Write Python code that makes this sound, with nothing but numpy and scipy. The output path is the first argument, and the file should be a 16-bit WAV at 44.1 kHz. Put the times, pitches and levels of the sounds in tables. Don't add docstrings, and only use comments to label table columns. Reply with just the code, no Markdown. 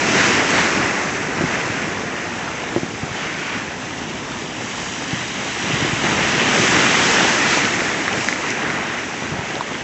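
import sys
import numpy as np
from scipy import signal
from scipy.io import wavfile
from scipy.ndimage import uniform_filter1d

SR = 44100
rng = np.random.default_rng(int(sys.argv[2]) if len(sys.argv) > 2 else 0)


def unload_audio(sound):
    columns = np.transpose(np.atleast_2d(sound))
    steps = np.round(np.clip(columns, -1, 1) * 32767)
    wavfile.write(sys.argv[1], SR, steps.astype(np.int16))


N = 433503
EDGE_HZ = 7950
FRAME, HOP = 1024, 256


def gain_of(db):
    return 10 ** (np.asarray(db) / 20)


def evened(x):
    return x / np.sqrt(np.mean(x ** 2) + 1e-20)


def read(points, hz):
    f, value = np.transpose(points)
    return np.interp(np.log(hz + 1), np.log(f + 1), value)


def drift(shape, time_size, band_size):
    field = rng.standard_normal(shape)
    field = uniform_filter1d(field, band_size, axis=0)
    field = uniform_filter1d(field, time_size, axis=1)
    return evened(field)


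def swell(age, rise_s, hold_s, fade_db_per_s):
    rise = np.clip(age / max(rise_s, 1e-3), 0, 1)
    fade = gain_of(-fade_db_per_s * np.maximum(age - rise_s - hold_s, 0))
    return rise ** 2 * fade ** 2


# (f/Hz, level/dB)
STEADY_WASH = [(55, -22.5), (115, -25), (300, -25.5), (780, -27), (2000, -30.5), (4600, -29), (7000, -28)]
# (start t/s, level/dB at the pivot pitch, rise/s, hold/s, basic fade/(dB/s), brightness/(dB/octave))
BREAKING_WAVES = [(-.25, -16.5, .42, 0.11, 21, 0.5), (0.393, -18.5, .12, .07, 9.5, 0.1),
                  (1.25, -24.5, .23, 0.022, 10, -.6), (4.46, -39, .31, .42, 2.8, 5),
                  (5.268, -23.5, 0.47, 0.61, 9, .5), (5.996, -22, .05, .34, 10.5, -0.5),
                  (6.332, -17, .29, 0.58, 7, 0.89)]
TILT_PIVOT_HZ = 1000
# (f/Hz, factor on the fade of a breaking wave)
FADE_FACTORS = [(115, 1.3), (300, 0.91), (2000, 0.92), (4600, 1.44)]
# (start t/s, time until the fade/s, level/dB, centre f/Hz)
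SMALL_SLOSHES = [(-.05, 0.42, -21.5, 380), (.09, 0.23, -19, 1910), (0.469, 0.18, -21.5, 2010),
                 (1.429, .19, -28, 3500), (2.07, .6, -30, 930), (3.052, .5, -26, 1970),
                 (3.9, .45, -20.5, 49.5), (4.21, .19, -28.5, 7500), (5.039, 0.36, -29.5, 2190),
                 (5.58, .39, -17.3, 80), (6.449, 0.19, -14.5, 259), (6.649, .55, -20.5, 1690),
                 (7.412, 0.15, -18.5, 5400), (8.107, .19, -23, 7830), (8.52, .44, -24.5, 1150),
                 (9.21, .19, -22.5, 80.2), (9.41, .35, -35.5, 2300)]
SLOSH_RISE_S, SLOSH_FADE_DB_PER_S, SLOSH_OCTAVES = 0.11, 79, 0.93


def sea_level(hz, t):
    hz = np.maximum(hz, 20)[:, None]
    power = gain_of(read(STEADY_WASH, hz)) ** 2 * np.ones(len(t))
    for s, db, rise_s, hold_s, fade, tilt in BREAKING_WAVES:
        colour = gain_of(db + tilt * np.log2(hz / TILT_PIVOT_HZ)) ** 2
        power += colour * swell(t - s, rise_s, hold_s, fade * read(FADE_FACTORS, hz))
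    for s, length, db, centre_hz in SMALL_SLOSHES:
        hump = np.exp(-.5 * (np.log2(hz / centre_hz) / SLOSH_OCTAVES) ** 2)
        hold_s = length - SLOSH_RISE_S
        power += gain_of(db) ** 2 * hump * swell(t - s, SLOSH_RISE_S, hold_s, SLOSH_FADE_DB_PER_S)
    return 10 * np.log10(power)


def ring(hz, cycles, glide=0., onset=0.2):
    turns = np.arange(int(7 * cycles * SR / hz) + 2) * hz / SR
    swing = np.sin(2 * np.pi * turns * (1 + glide * np.tanh(turns / cycles / 2)))
    wave = swing * np.exp(-turns / cycles) * (1 - np.exp(-turns / onset))
    return wave / abs(wave).max()


def bubbles(low_hz, high_hz, per_s, cycles, spread_db, count):
    out = np.zeros(N)
    pitches = np.geomspace(low_hz, high_hz, count)
    each = int(per_s * N / SR / count) + 1
    for hz, width in zip(pitches, np.gradient(pitches)):
        when, luck, sign = rng.random((each, 3)).T
        loudness = gain_of(spread_db * np.minimum(-np.log(1 - luck), 4.5))
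        bursts = np.bincount((when * N).astype(int), loudness * np.sign(sign - .5), N)
        ringing = signal.oaconvolve(bursts, ring(hz, cycles, glide=0.051))[:N]
        out += np.sqrt(2 * width / SR) * evened(ringing)
    return out


def whitewater(merging=0.21, splash_hz=2000.):
    hiss = rng.standard_normal(N)
    gulps = bubbles(92.6, 707, per_s=200, cycles=0.91, spread_db=3.0, count=8)
    splatter = bubbles(589, 3025, per_s=800, cycles=3.0, spread_db=2.5, count=14)
    crackle = bubbles(2400, 7800, per_s=1300, cycles=0.82, spread_db=2.5, count=8)
    near = gain_of(-5.5) * gulps + gain_of(-5) * splatter + gain_of(-5) * crackle
    t = np.arange(0, N, HOP) / SR
    splash_db = sea_level(np.array([splash_hz]), t)[0]
    louder_db = np.interp(np.arange(N) / SR, t, splash_db - splash_db.mean())
    clear = gain_of(-merging * louder_db)
    return (hiss + clear * near) / np.sqrt(1 + clear ** 2 / 2)


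# (f/Hz, relative level/dB per Hz)
WHITEWATER_COLOUR = [(25, -24), (80, -9), (150, -1.5), (280, 1), (400, -2), (570, -5.5), (820, -4.5),
                     (1100, -6), (1900, -2.5), (2700, -6.5), (3450, -12), (4400, -16.5), (6200, -13),
                     (7700, -19.5)]
# (t/s, level change/dB)
SPRAY_LEVEL = [(0, -1.1), (1.4, -3.5), (2.6, 1.1), (3.5, -0.3), (4.3, 3), (6.4, 2.5), (8.2, -1.8),
               (9.0, .5), (9.8, 2.5)]
FINE_SPRAY_HZ, FINE_SPRAY_OCTAVES = 3250, 0.22
# (t/s, delay/ms, strength 0-1)
ROCK_REFLECTION = [(0, 3.0, .13), (.8, 2.9, 0), (1.4, 2.0, 0.1), (2.8, 1.3, 0), (3.4, 1.3, 0.06),
                   (3.9, 1.1, 0.06), (5.0, 1.02, 0.12), (5.7, 1.02, 0.13), (6.5, 1.03, 0.02)]
SURF_DB = -19.5


def surf(patchy_db=0.68, flicker_db=0.26, surge_db=0.6):
    hz, t, z = signal.stft(whitewater(), SR, nperseg=FRAME, noverlap=FRAME - HOP)
    average_power = uniform_filter1d(np.mean(abs(z) ** 2, axis=1), size=9)
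    z = z / np.sqrt(average_power)[:, None]
    field_db = read(WHITEWATER_COLOUR, hz)[:, None] + sea_level(np.minimum(hz, EDGE_HZ), t)
    hump = np.exp(-.5 * (np.log2((hz + 1) / FINE_SPRAY_HZ) / FINE_SPRAY_OCTAVES) ** 2)
    field_db = field_db + np.outer(hump, np.interp(t, *np.transpose(SPRAY_LEVEL)))
    field_db = field_db + patchy_db * drift(z.shape, time_size=14, band_size=14)
    field_db = field_db + flicker_db * drift(z.shape, time_size=4, band_size=110)
    field_db = field_db + surge_db * drift(z.shape, time_size=20, band_size=130)
    s, *path = np.transpose(ROCK_REFLECTION)
    delay_ms, strength = (np.interp(t, s, column) for column in path)
    comb = 1 + strength * np.exp(-2j * np.pi * np.outer(hz, delay_ms) / 1000)
    shaped = z * gain_of(field_db) * comb
    wash = signal.istft(shaped, SR, nperseg=FRAME, noverlap=FRAME - HOP)[1][:N]
    return gain_of(SURF_DB) * evened(wash)


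def add(mix, s, sound):
    part = mix[max(round(s * SR), 0):][:len(sound)]
    part += sound[:len(part)]


def rocks(x, t60, echo_db):
    t = np.arange(SR // 5) / SR
    taps = rng.standard_normal(len(t)) * (rng.random(len(t)) < 2000 / SR)
    taps = taps * np.exp(-np.log(1000) * t / t60) * (t > .002)
    echoes = signal.oaconvolve(x, taps / np.linalg.norm(taps))[:N]
    return x + gain_of(echo_db) * echoes


# (t/s, level/dB of the first ring, starting f/Hz of the first ring, strength of each rebound 0-1)
AIR_POCKETS = [(1.396, -17, 210, .45), (1.410, -6.5, 400, 0.55), (1.439, -7, 280, 0.05),
               (1.699, -13.5, 254, 0.3), (2.7627, -3.5, 450, .55), (2.832, -9.5, 310, 0.32),
               (3.032, -12, 210, 0.04), (3.111, -18, 170, .3), (5.131, -10, 220, 0), (5.737, -14, 200, 0.2),
               (5.824, -12, 190, .1), (5.848, -7.5, 380, 0.3), (5.931, -12, 190, .1), (6.041, -9, 324, .2),
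               (6.596, -8.5, 262, 0.3), (6.772, -7, 383, 0.1), (9.318, -16, 201, 0), (9.39, -17, 170, 0.1)]
REBOUND_S = 0.0085


def thumps(cycles=0.72, glide=-0.39, low_cut_hz=75, sag=0.83, slap_db=-12, slap_hz=650, count=3):
    out = np.zeros(N)
    for s, db, hz, rebound in AIR_POCKETS:
        add(out, s, gain_of(db + slap_db) * ring(slap_hz, cycles=0.62))
        for k in range(count):
            air = ring(hz * sag ** k, cycles, glide, onset=0.22)
            add(out, s + k * REBOUND_S, gain_of(db) * rebound ** k * air)
    out = signal.sosfilt(signal.butter(2, low_cut_hz, "high", fs=SR, output="sos"), out)
    return rocks(out, t60=0.065, echo_db=-8)


# (t/s, relative level/dB, f/Hz of the click, ring/cycles)
SPRAY_LUMPS = [(1.601, -7, 1990, 1.5), (7.653, -2, 2600, 0.77), (7.806, -3, 2200, 1.3),
               (8.080, -2.5, 1820, 2.1), (8.131, -9, 2800, 2), (8.209, -8, 2510, 2.6),
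               (8.246, -8, 5500, 1.2), (8.2864, 3, 1800, 1.2), (8.327, -3, 2030, 1.7),
               (8.505, -5.5, 5840, 1.1), (8.702, -5, 2000, 1.2), (9.555, -11.5, 3200, .9),
               (9.609, -5, 970, 1.3), (9.7525, -9, 2000, 1.1)]


def smacks(level_db=-4.0, tick_db=-11, tick_hz=3700):
    out = np.zeros(N)
    for s, db, hz, cycles in SPRAY_LUMPS:
        add(out, s, gain_of(db + level_db) * ring(hz, cycles, glide=0.051, onset=0.58))
        add(out, s, gain_of(db + tick_db) * ring(tick_hz, cycles=0.94))
    return rocks(out, t60=.04, echo_db=-9)


def scene():
    shore = surf() + thumps() + smacks()
    return np.array([shore, shore])


def record(dry, low_cut_hz=45):
    thin = signal.sosfilt(signal.butter(2, low_cut_hz, "high", fs=SR, output="sos"), dry)
    treble_cut = signal.firwin(241, EDGE_HZ, window=("kaiser", 8), fs=SR)
    return signal.oaconvolve(thin, treble_cut[None], "same")


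dry = scene()
out = record(dry)
unload_audio(out)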